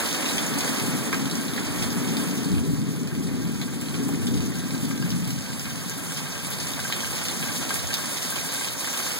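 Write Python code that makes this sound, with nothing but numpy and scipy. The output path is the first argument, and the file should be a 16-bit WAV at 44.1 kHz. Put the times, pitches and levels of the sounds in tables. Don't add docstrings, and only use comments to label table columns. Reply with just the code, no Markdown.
import sys
import numpy as np
from scipy import signal
from scipy.fft import rfft, irfft, next_fast_len
from scipy.io import wavfile

SR = 44100
rng = np.random.default_rng(int(sys.argv[2]) if len(sys.argv) > 2 else 0)


def generate_wav(signal):
    frames = np.transpose(np.atleast_2d(signal))
    scaled = np.clip(frames, -1, 1) * 32767
    pcm = np.round(scaled).astype(np.int16)
    wavfile.write(sys.argv[1], SR, pcm)


N = 405279

# time_s [s], hiss_db [dB], wash_db [dB]
RAIN_LEVELS = [(0.0, -32, -33.5), (0.74, -33, -33.5), (1.36, -38, -38.5), (1.76, -36.5, -36.5),
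               (2.28, -37, -38), (2.74, -42, -44.5), (3.07, -44.5, -45), (4.12, -40.5, -43),
               (5.27, -40, -43.5), (7.29, -34, -37.5), (8.75, -33.5, -39.5), (9.19, -32, -37)]
# [dB per Hz, relative]
RAIN_SPECTRUM = [(60, -48), (200, 3), (450, 1), (700, 0), (950, 0), (1150, 1.5), (1350, 0.5), (1600, 1.5),
                 (1850, 0.5), (2100, -0.5), (4300, -0.9), (6500, -1), (8000, 0.3), (11000, -3),
                 (13000, -7.5), (16000, -11)]
# start_s [s], level_db [dB, relative], pitch_hz [Hz, centre], decay_s [s],
# bearing [-1 left .. 1 right]
SPLASHES = [(0.288, -29, 3500, .0012, .3), (0.381, -27.5, 2780, .0012, .3), (0.464, -33, 7000, .0015, .3),
            (0.586, -30, 7300, 0.0017, .3), (0.677, -31, 1950, 0.0011, .95),
            (1.128, -29, 2070, 0.0016, .95), (1.311, -33.5, 4640, 0.0017, .3),
            (1.353, -35, 6170, 0.0013, .3), (1.577, -31, 1950, 0.0016, .95), (1.825, -32, 4100, 0.0022, .3),
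            (2.168, -32.5, 3950, 0.0017, .6), (3.073, -40, 3500, 0.0014, .3), (3.150, -43, 2900, .001, .3),
            (3.287, -46, 1950, 0.0009, .95), (3.614, -34, 3200, .002, .2), (3.812, -39, 7600, .0008, .4),
            (3.943, -39.5, 2860, .001, .3), (4.083, -39, 9500, .0015, .4), (4.086, -39, 825, 0.0062, .3),
            (4.268, -34, 3960, 0.0026, .3), (4.519, -41, 2100, 0.0012, .95), (5.103, -35, 4220, .002, .3),
            (5.275, -38, 9700, .0014, .3), (5.305, -37, 5700, .002, .3), (5.595, -36, 5500, .001, .4),
            (5.896, -35, 7750, .0011, .4), (6.121, -39, 6670, 0.0012, .3), (6.171, -36.5, 3150, .001, .3),
            (6.503, -34, 13000, .003, .3), (6.600, -32.5, 4530, .0025, .3), (6.801, -34, 4000, .0015, .3),
            (6.924, -27, 2820, 0.0016, .2), (7.215, -33, 1800, 0.00094, .95), (7.284, -29, 3850, .0012, .3),
            (7.740, -29.5, 9300, 0.0048, .3), (7.940, -25.5, 4500, .001, .35), (7.970, -36, 4400, .001, .3),
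            (8.302, -31, 11500, .0025, .3), (8.359, -33, 3500, 0.0013, .3), (8.536, -34, 10000, .0025, .3)]
# [dB, relative]
HEAVY_DRIPS = [(1.128, -9.5), (1.391, -30), (2.197, -24), (3.111, -26), (4.909, -17), (5.024, -15.5),
               (5.914, -21.5), (6.258, -24), (6.791, -16.5), (6.848, -17), (6.900, -16.5), (7.033, -16),
               (7.066, -21), (7.453, -19), (7.705, -10), (7.74, -21), (7.903, -19.5), (8.362, -15.5),
               (8.610, -16.5), (8.674, -21), (8.873, -15.5), (8.999, -14.5), (9.064, -15)]
# [dB, relative]
TRICKLE = [(0, -53), (3.0, -58), (4.8, -49.5), (7.0, -48.5), (9.19, -45)]
# [s, time to fall 60 dB]
HOLLOW_MODES = [(1104, -17, 0.06), (1480, 4, 0.0096), (1597, -2, 0.056), (1850, 2.5, 0.007),
                (2140, -10, 0.035)]
# [dB per Hz, relative]
THUNDER_SPECTRUM = [(25, -24), (60, -28), (90, -13), (130, -3.5), (178, 1), (203, -2.5), (232, 2), (288, 2),
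                    (322, -8), (430, -10.5), (600, -28), (1200, -37), (3000, -77)]
# [dB, upper over deep band]
ROLL = [(0, -37.5, 0), (0.3, -32, 3.5), (2.9, -28.5, -4), (4.7, -31, -6), (5.6, -36.5, -14.5),
        (9.19, -43.5, -9.5)]
# [dB, upper over deep band]
PEALS = [(0.86, -32.5, 0.063, -12), (1.187, -31.5, 0.1, -10), (1.9, -32, 0.043, -10),
         (2.1, -27, 0.08, -2.5), (2.502, -26, 0.025, -8), (2.694, -28, 0.053, -20),
         (3.198, -30.5, 0.29, -6), (3.997, -26, 0.12, -2.5), (4.286, -26, 0.053, -6),
         (4.76, -29, 0.12, -11), (5, -31, 0.033, -19), (5.128, -33, 0.052, -25), (5.372, -51, 0.033, -22),
         (5.846, -39.5, 0.21, -6), (7.366, -40, 0.098, -14), (7.54, -41, 0.1, -2)]

PORT_LAG = 16
CROSSOVER_HZ = 2700
BANDS_HZ = np.geomspace(1800, 14400, 7)
ECHO_S, ECHO_SPREAD = 0.0042, 0.35
THUNDER_BEARING = -0.34
PEAL_ATTACK_S, PEAL_RELEASE_S = 0.055, 0.18
CUTOFF_HZ = 15800


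def far_rain(wash_db, hiss_db, flutter_db=1.56, together_db=0.86):
    wash = coloured(outdoors(right_db=4.5, open_db=-9.5), RAIN_SPECTRUM)
    wash = butter(wash, CROSSOVER_HZ, "low", order=3)
    hiss = coloured(outdoors(right_db=-1.5, open_db=-5.5), RAIN_SPECTRUM)
    hiss = butter(hiss, CROSSOVER_HZ, "high", order=3)
    size = next_fast_len(N)
    spectrum, hz = rfft(hiss, size), np.fft.rfftfreq(size, 1 / SR)
    for low, high in zip(BANDS_HZ, BANDS_HZ[1:]):
        band = irfft(spectrum * ((hz >= low) & (hz < high)), size)[:, :N]
        hiss = hiss + band * (from_db(flutter_db * drift(55)) - 1)
    wash_gain = from_db(wash_db + 3.0 + 1.0 * drift(45))
    hiss_gain = from_db(hiss_db - 2.08 + together_db * drift(30))
    return wash * wash_gain + hiss * hiss_gain


def patter(hiss_db, spread_db=4.0, level_db=-9.0, top_db=-2, decay_s=0.0013, count=900):
    when, pitch, place, size = rng.random((4, count))
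    strength = np.minimum(-np.log(1 - size), 2.4)
    db = spread_db * strength + top_db * pitch ** 2
    hz = 2200 * 4.6 ** pitch
    bearing = 1 - 1.6 * place ** 2
    decays = np.full(count, decay_s)
    drops = splashes(when * N / SR, db, hz, decays, bearing, sharpness=1.6, echo_db=-7.5)
    return rms_one(drops) * from_db(hiss_db + level_db)


def big_drops(level_db=-4.0):
    s, db, hz, decay_s, bearing = np.transpose(SPLASHES)
    return splashes(s, db + level_db, hz, decay_s, bearing, sharpness=2.2, echo_db=-6.5, tick=0.3)


def drips(heavy_db=-17.0, splat_db=-7.5, splat_s=0.00098, count=420):
    s, db = np.transpose(HEAVY_DRIPS)
    when, size = rng.random((2, count))
    trickle_db, = in_time(TRICKLE)
    light_db = trickle_db[(when * N).astype(int)] + 5 * size
    s = np.append(s, when * N / SR)
    db = np.append(db + heavy_db, light_db)
    alike = np.ones(len(s))
    force = splashes(s, db, 1550 * alike, splat_s * alike, .25 * alike,
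                     sharpness=1.34, echo_db=-6.5, tick=0.24)
    force = force + 1e-18
    out = from_db(splat_db) * force
    for k, (hz, mode_db, t60) in enumerate(HOLLOW_MODES):
        radius = from_db(-60 / (t60 * SR))
        angle = 2 * np.pi * hz / SR
        resonator = [1, -2 * radius * np.cos(angle), radius * radius]
        ring = signal.lfilter([1, -1], resonator, force)
        out = out + (-1) ** k * from_db(mode_db - 37.5) * ring
    return out


def splashes(s, db, hz, decay_s, bearing, sharpness, echo_db, tick=0.57):
    t = np.arange(1024) / SR
    age = t / np.maximum(decay_s, 2e-4)[:, None]
    spray = rng.standard_normal(age.shape) * age ** .5 * np.exp(-age)
    spray[:, 0] = tick * np.linalg.norm(spray, axis=1)
    ratio = (np.fft.rfftfreq(len(t), 1 / SR) + 1) / hz[:, None]
    spray = irfft(rfft(spray) / (1 + 1j * sharpness * (ratio - 1 / ratio)))
    walls = rng.uniform(-1, 1, (len(s), 2))
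    out = np.zeros((2, N))
    for when, level, side, burst, (farther, wall_side) in zip(s, db, bearing, spray, walls):
        burst = from_db(level) * rms_one(burst)
        echo_at = when + ECHO_S * (1 + ECHO_SPREAD * farther)
        add(out, when, arrive(burst, side))
        add(out, echo_at, arrive(from_db(echo_db) * burst, wall_side))
    return out


def shelter(ports, tail_db, t60=0.13):
    t = np.arange(SR // 3) / SR
    tail = all_round(len(t), right_db=16.0) * from_db(-60 * t / t60) * (t > ECHO_S)
    tail = tail / np.sqrt(np.sum(tail[0] ** 2))
    return ports + from_db(tail_db) * signal.fftconvolve(ports[1:], tail, axes=1)[:, :N]


def thunder(deep_db=-9.5, upper_db=-5.0, scatter_db=-8):
    bolt = butter(rng.standard_normal(N), 4000, "low")
    n = np.arange(N)
    right = np.interp(n + THUNDER_BEARING * PORT_LAG, n, bolt)
    direct = np.stack([bolt, right])
    scattered = from_db(scatter_db) * all_round(N, right_db=-2.0)
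    waves = coloured(direct + scattered, THUNDER_SPECTRUM)
    deep = rms_one(butter(waves, 183.4, "low", order=4))
    deep = deep * thunder_gain(upper=False) * from_db(deep_db + 0.87 * drift(14))
    upper = rms_one(butter(waves, 217, "high", order=4))
    upper = upper * thunder_gain(upper=True) * from_db(upper_db + 0.22 * drift(8.1))
    return deep + upper


def thunder_gain(upper):
    lean = .5 if upper else -.5
    roll_db, roll_bright_db = in_time(ROLL)
    power = from_db(roll_db + lean * roll_bright_db) ** 2
    for s, db, hold_s, bright_db in PEALS:
        power = power + (from_db(db + lean * bright_db) * peal(s, hold_s)) ** 2
    return np.sqrt(power)


def peal(s, hold_s):
    age = np.arange(N) / SR - s
    attack = np.minimum(age, 0) / PEAL_ATTACK_S
    release = np.maximum(age - hold_s, 0) / PEAL_RELEASE_S
    return np.exp(attack - release)


def boom(level_db=-33.5, follows=0.66, low_hz=72, high_hz=96, lumps_db=5.5):
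    waves = butter(rng.standard_normal((2, N)), low_hz, "high", order=5)
    waves = butter(waves, high_hz, "low", order=5)
    swell = thunder_gain(upper=False) ** follows
    return rms_one(waves) * swell * from_db(level_db + lumps_db * drift(5.5))


def outdoors(right_db, open_db):
    open_side = arrive(rng.standard_normal(N), 1.0)
    return rms_one(all_round(N, right_db) + from_db(open_db) * open_side)


def all_round(length, right_db, count=17):
    bearings = np.linspace(-1, 1, count)
    return rms_one(sum(from_db(right_db * b) * arrive(rng.standard_normal(length), b) for b in bearings))


def arrive(x, bearing):
    lag = int(round(np.clip(bearing, -1, 1) * PORT_LAG))
    return np.stack([np.roll(x, max(lag, 0)), np.roll(x, max(-lag, 0))])


def coloured(x, spectrum):
    size = next_fast_len(N)
    hz, db = np.transpose(spectrum)
    gain = from_db(np.interp(np.log(np.fft.rfftfreq(size, 1 / SR) + 1), np.log(hz), db))
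    return rms_one(irfft(rfft(x, size) * gain, size)[..., :N])


def drift(per_s):
    turns = np.arange(N) / SR * per_s
    return rms_one(np.interp(turns, np.arange(N), rng.standard_normal(N)))


def in_time(rows):
    s, *columns = np.transpose(rows)
    return [np.interp(np.arange(N) / SR, s, c) for c in columns]


def add(track, s, sound):
    start = int(np.clip(round(s * SR), 0, N - 1))
    track[..., start:start + sound.shape[-1]] += sound[..., :N - start]


def butter(x, hz, kind, order=2):
    sos = signal.butter(order, np.clip(hz, 10, .45 * SR), kind, fs=SR, output="sos")
    return signal.sosfilt(sos, x)


def from_db(db):
    return 10 ** (np.asarray(db) / 20)


def rms_one(x):
    return x / np.sqrt(np.mean(x ** 2) + 1e-20)


def scene(hiss_gain_db=3.5, wash_gain_db=3.0):
    hiss_db, wash_db = in_time(RAIN_LEVELS)
    hiss_db, wash_db = hiss_db + hiss_gain_db, wash_db + wash_gain_db
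    near = shelter(butter(patter(hiss_db), 13300, "low"), tail_db=-2.5)
    closest = shelter(big_drops() + drips(), tail_db=-2.5)
    return far_rain(wash_db, hiss_db) + near + closest + thunder() + boom()


def record(dry, mismatch_db=2.5, lift_db=6, lift_hz=190, gain_db=-2.0):
    ports = dry * from_db([[mismatch_db], [-mismatch_db]])
    delayed_other = np.pad(ports[::-1], ((0, 0), (PORT_LAG, 0)))[:, :N]
    beams = ports - delayed_other
    bass = butter(beams, lift_hz, "low", order=1)
    beams = from_db(gain_db) * (beams + from_db(lift_db) * bass)
    top_cut = signal.ellip(12, .1, 80, CUTOFF_HZ, fs=SR, output="sos")
    return signal.sosfilt(top_cut, beams)


dry = scene()
out = record(dry)
generate_wav(out)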